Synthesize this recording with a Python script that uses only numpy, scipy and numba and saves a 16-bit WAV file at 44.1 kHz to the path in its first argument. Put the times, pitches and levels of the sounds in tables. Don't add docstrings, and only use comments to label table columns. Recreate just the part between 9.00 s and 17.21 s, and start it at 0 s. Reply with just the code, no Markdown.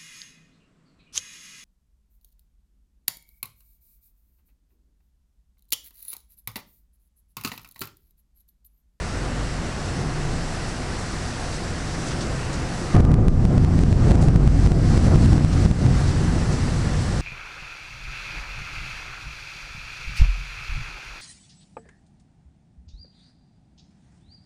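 import sys
import numpy as np
from scipy import signal
from scipy.fft import rfft, irfft, next_fast_len
from scipy.io import wavfile
from scipy.ndimage import uniform_filter1d, map_coordinates
from numba import njit

SR = 44100
rng = np.random.default_rng(int(sys.argv[2]) if len(sys.argv) > 2 else 0)


def materialize(psi):
    bounded = np.clip(np.atleast_2d(psi).T, -1, 1)
    quanta = np.round(bounded * 32767).astype(np.int16)
    wavfile.write(sys.argv[1], SR, quanta)


N = 362061

# crest t/s, half length/s, buffet lift/dB, rush lift/dB
GUSTS = [(0.33, 0.17, 1.5, 4.5), (1.044, 0.16, 6, 5.5), (1.342, 0.1, 5, 3), (3.45, 0.53, 4.5, 5),
         (3.958, 0.034, 0, 6.5), (4.166, 0.13, 9.5, 9), (4.535, 0.17, 3.5, 4), (5.223, 0.13, 5.5, 7),
         (5.397, 0.11, 4.5, 4), (5.767, 0.076, 3, 3.5), (6.123, 0.06, 1.5, 6.5), (6.299, 0.14, 5.5, 1.5),
         (6.686, 0.037, 4.5, -1), (6.88, 0.067, 7, 3.5), (7.33, 0.08, 2, 0.5), (8.17, 0.12, 1, 0)]
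# t/s, peak level/dB
AIR_SLAPS = [(3.9476, -3.5), (3.9528, -1), (3.9661, 3), (4.0021, 5.5), (4.0065, 5.5), (4.0928, 8),
             (4.1419, 12.5), (4.187, 11), (4.2831, 10), (4.4525, 6), (4.5795, 4.5), (4.8156, -2),
             (4.883, 0.5), (4.9275, 0), (5.1178, 0.5), (5.2375, -0.5), (5.2854, 3.5), (5.2923, 3.5),
             (5.3597, 5.5), (5.4315, 1), (5.4762, 5), (5.6731, -2), (5.719, 0), (5.7724, -3), (5.9775, -4),
             (6.1578, -1), (6.3311, -1.5), (6.4478, -1.5), (6.6605, 0), (6.713, -1)]
# f/Hz, relative level/dB
BUFFET_SPECTRUM = [(30, -26), (50, -3), (62, -1.5), (110, -1), (160, 0), (195, -8), (250, -8), (300, -14),
                   (400, -22), (800, -80)]
# f/Hz, relative level/dB
RUSH_SPECTRUM = [(180, -17), (270, -3.5), (340, 1), (410, -4), (500, -5), (620, -8), (760, -8.5),
                 (900, -16), (1250, -17.5), (1900, -26), (2600, -32), (4000, -45), (8000, -79)]
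# f/Hz, width/Hz, strength/dB
WINDOW_MODES = [(64.24, 4.9, 4), (108.85, 5.5, 1), (127.9, 9, 3), (149.4, 9, 3), (171.8, 12, 1),
                (236.7, 16.6, 0), (281.4, 12.5, 1), (490, 16, 1), (724.6, 22, 2)]
# f/Hz, width/Hz, level in the breeze/dB, level at unit squall strength/dB
ROOM_MODES = [(23, 4.7, -37.5, -4), (47, 8, -36.5, -1.5), (88.87, 6, -39, 0.5)]
# crest t/s, half length/s, f/Hz, level/dB
ROOM_SWELLS = [(0.38, 0.25, 47, -27), (1.3, 0.28, 23, -28.5), (4.27, 0.16, 23, -4.5),
               (5.45, 0.19, 47, -8.5)]
# f/Hz, relative level/dB
ROOF_SPECTRUM = [(60, -16), (200, 6.5), (330, -1), (500, -0.5), (750, 1), (950, -1.5), (1400, -1),
                 (1950, -3), (2350, -8), (2700, -7.5), (3300, -13), (5000, -22), (11000, -50)]
# f/Hz, relative level/dB
WALL_SPECTRUM = [(1500, -21), (2800, -12.5), (3400, -5), (4300, 0.5), (5000, 0.5), (5900, 0.5), (6700, -4),
                 (7900, -2), (8800, -7.5), (10000, -9.5), (10600, -9.5), (11000, -16.5), (12200, -10.5)]
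# t/s, level/dB, f/Hz, length/s
SPRAY_BURSTS = [(1.68, -46, 7500, 0.034), (1.981, -44, 6940, .06), (2.522, -40, 4800, 0.046),
                (3.062, -37.5, 6270, 0.044), (3.107, -37.5, 4300, .025), (3.203, -35, 4830, 0.032),
                (3.525, -38, 5800, 0.037), (4.804, -37.5, 6000, 0.027), (5.207, -34, 6500, 0.063),
                (6.523, -39, 5500, 0.021), (6.605, -47, 5000, 0.014), (7.068, -41.5, 5000, 0.041),
                (7.517, -40, 5800, .05)]
# f/Hz, level/dB
WHINE_TONES = [(10715, -65.5), (10796, -67), (11335, -65)]
# f/Hz, gain/dB
TREBLE_RESPONSE = [(7000, 0), (10000, -0.5), (11000, -9), (11600, -12.5), (12100, -24)]

FRONT_S = 3.94


def wind(breeze_buffet_db=-33, breeze_rush_db=-39.5, rush_vs_squall_db=-14.5):
    flow = squall()
    buffet_lift_db = sum(db * bell(s, half) for s, half, db, _ in GUSTS)
    rush_lift_db = sum(db * bell(s, half) for s, half, _, db in GUSTS)
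    eddies = through_window(rng.standard_normal(N), BUFFET_SPECTRUM)
    rush = unit(through_window(patchy(depth_db=1.5), RUSH_SPECTRUM))
    buffet_level = np.hypot(amp(breeze_buffet_db), flow) * amp(buffet_lift_db)
    buffet = buffet_level * steadied(eddies, share=0.55, samples=600)
    pressure, puff_db = air_slaps(buffet + room_throb(flow))
    rush_level = np.hypot(amp(breeze_rush_db), amp(rush_vs_squall_db) * flow)
    return pressure + rush_level * amp(rush_lift_db + puff_db + 0.86 * wobble(22)) * rush


def squall(strength_db=-8.5, rise_s=0.018, ease_db_per_s=4):
    age = np.maximum(np.arange(N) / SR - FRONT_S, 0)
    return amp(strength_db - ease_db_per_s * age) * (1 - np.exp(-age / rise_s))


def air_slaps(pressure, slap_hz=105):
    puff_db = np.zeros(N)
    t = np.arange(-SR // 50, SR // 50 + 1) / SR
    for s, db in AIR_SLAPS:
        crest = round(s * SR)
        span = crest + np.arange(len(t)) - len(t) // 2
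        share = np.exp(-(t / 0.003) ** 2)
        push = np.sign(pressure[crest]) * amp(db) * np.cos(2 * np.pi * slap_hz * t)
        pressure[span] = (1 - share) * pressure[span] + share * push
        puff_db[span] += 3 * np.exp(-(t / 0.0042) ** 2)
    return pressure, puff_db


def room_throb(flow, db_per_squall_db=1.25):
    throb, t = np.zeros(N), np.arange(N) / SR
    for hz, width, breeze_db, squall_db in ROOM_MODES:
        level = np.hypot(amp(breeze_db), amp(squall_db) * flow ** db_per_squall_db)
        throb += level * steadied(ringing(hz, width), share=0.9, samples=5000)
    for s, half, hz, db in ROOM_SWELLS:
        throb += amp(db) * bell(s, half) * np.sin(2 * np.pi * hz * t)
    return throb


def frame_whistle():
    return amp(-28) * bell(4.14, half_length_s=0.16) * ringing(centre_hz=1200, width_hz=60)


def rain(roar_db=-34.5, hiss_db=-41.5, hiss_growth_db=1.93):
    roar = unit(through_window(patchy(depth_db=0.5), ROOF_SPECTRUM))
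    patter = patchy(depth_db=0.94) + amp(-8.5) * drops(per_s=1600, spread_db=3.0)
    hiss = unit(filtered(patter, lambda hz: colour(WALL_SPECTRUM, hz)))
    approach = np.minimum(np.arange(N) / SR / FRONT_S, 1)
    roar_level = amp(roar_db + 0.33 * wobble(8.9))
    hiss_level = amp(hiss_db + hiss_growth_db * approach + 0.6 * wobble(3.32) + 0.32 * wobble(21))
    return roar_level * roar + hiss_level * hiss


def drops(per_s, spread_db):
    landed = rng.random(N) < per_s / SR
    polarity = rng.choice([-1, 1], N)
    size = amp(spread_db * np.minimum(rng.exponential(size=N), 4))
    return unit(landed * polarity * size)


def spray(spread_db=6.6):
    out, t = np.zeros(N), np.arange(SR // 3) / SR
    for s, db, hz, length in SPRAY_BURSTS:
        band = signal.butter(2, [hz * 0.63, hz * 1.34], "bandpass", fs=SR, output="sos")
        impacts = rng.standard_normal(len(t)) * amp(spread_db * rng.standard_normal(len(t)))
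        droplets = unit(signal.sosfilt(band, impacts))
        age = 3 * t / length
        out[round(s * SR):][:len(t)] += amp(db) * droplets * age * np.exp(1 - age)
    return out


def whine():
    t = np.arange(N) / SR
    return sum(amp(db) * np.sin(2 * np.pi * hz * t) for hz, db in WHINE_TONES)


def through_window(noise, spectrum):
    def response(hz):
        modes = sum((amp(db) * resonance(hz, centre, width)) ** 2 for centre, width, db in WINDOW_MODES)
        return colour(spectrum, hz) * np.sqrt(1 + modes)
    return filtered(noise, response)


def resonance(hz, centre_hz, width_hz):
    return 1 / (1 + (2 * (hz - centre_hz) / width_hz) ** 2)


def ringing(centre_hz, width_hz):
    return unit(filtered(rng.standard_normal(N), lambda hz: resonance(hz, centre_hz, width_hz)))


def patchy(depth_db):
    spectra = signal.stft(rng.standard_normal(N), nperseg=512)[2]
    patches = uniform_filter1d(rng.standard_normal(spectra.shape), size=7, axis=0)
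    patches = unit(uniform_filter1d(patches, size=14, axis=1))
    return unit(signal.istft(spectra * amp(depth_db * patches), nperseg=512)[1][:N])


def steadied(noise, share, samples):
    power = uniform_filter1d(uniform_filter1d(noise ** 2, samples), samples)
    envelope = np.sqrt(np.abs(power) + 1e-20)
    return unit(noise / envelope ** share)


def bell(crest_s, half_length_s):
    return np.exp(-((np.arange(N) / SR - crest_s) / half_length_s) ** 2)


def wobble(knots_per_s):
    knots = rng.standard_normal(int(N * knots_per_s / SR) + 4)
    return map_coordinates(knots, [np.arange(N) * knots_per_s / SR])


def filtered(x, response):
    size = next_fast_len(N + SR // 2)
    return irfft(rfft(x, size) * response(np.fft.rfftfreq(size, 1 / SR)), size)[:N]


def colour(points, hz):
    f, db = np.transpose(points)
    return amp(np.interp(np.log(hz + 1), np.log(f + 1), db))


def amp(db):
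    return 10 ** (np.asarray(db) / 20)


def unit(x):
    return x / np.sqrt(np.mean(x ** 2) + 1e-20)


@njit
def gain_control(x, limit, step, recovery, lag):
    gain, now, wait, crest = np.ones(len(x)), 1.0, 0, 0.0
    for i in range(len(x)):
        if abs(x[i]) * now > max(limit, crest):
            crest, wait = abs(x[i]) * now, lag
        elif wait > 0:
            wait -= 1
            if wait == 0:
                now, crest = now * step, 0.0
        now = min(1.0, now * recovery)
        gain[i] = now
    return gain


def scene():
    return (rain() + spray() + wind() + frame_whistle() + whine())[None]


def record(dry):
    step_db, lag_s, recovery_db_per_s = -3.4, 0.0006, 43
    ceiling, top_hz = 0.71, 12100
    gain = gain_control(dry[0], limit=0.55, step=float(amp(step_db)),
                        recovery=float(amp(recovery_db_per_s / SR)), lag=round(lag_s * SR))
    clipped = np.clip(dry[0] * gain, -ceiling, ceiling)
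    return filtered(clipped, lambda hz: colour(TREBLE_RESPONSE, hz) * (hz < top_hz))[None]


dry = scene()
out = record(dry)
materialize(out)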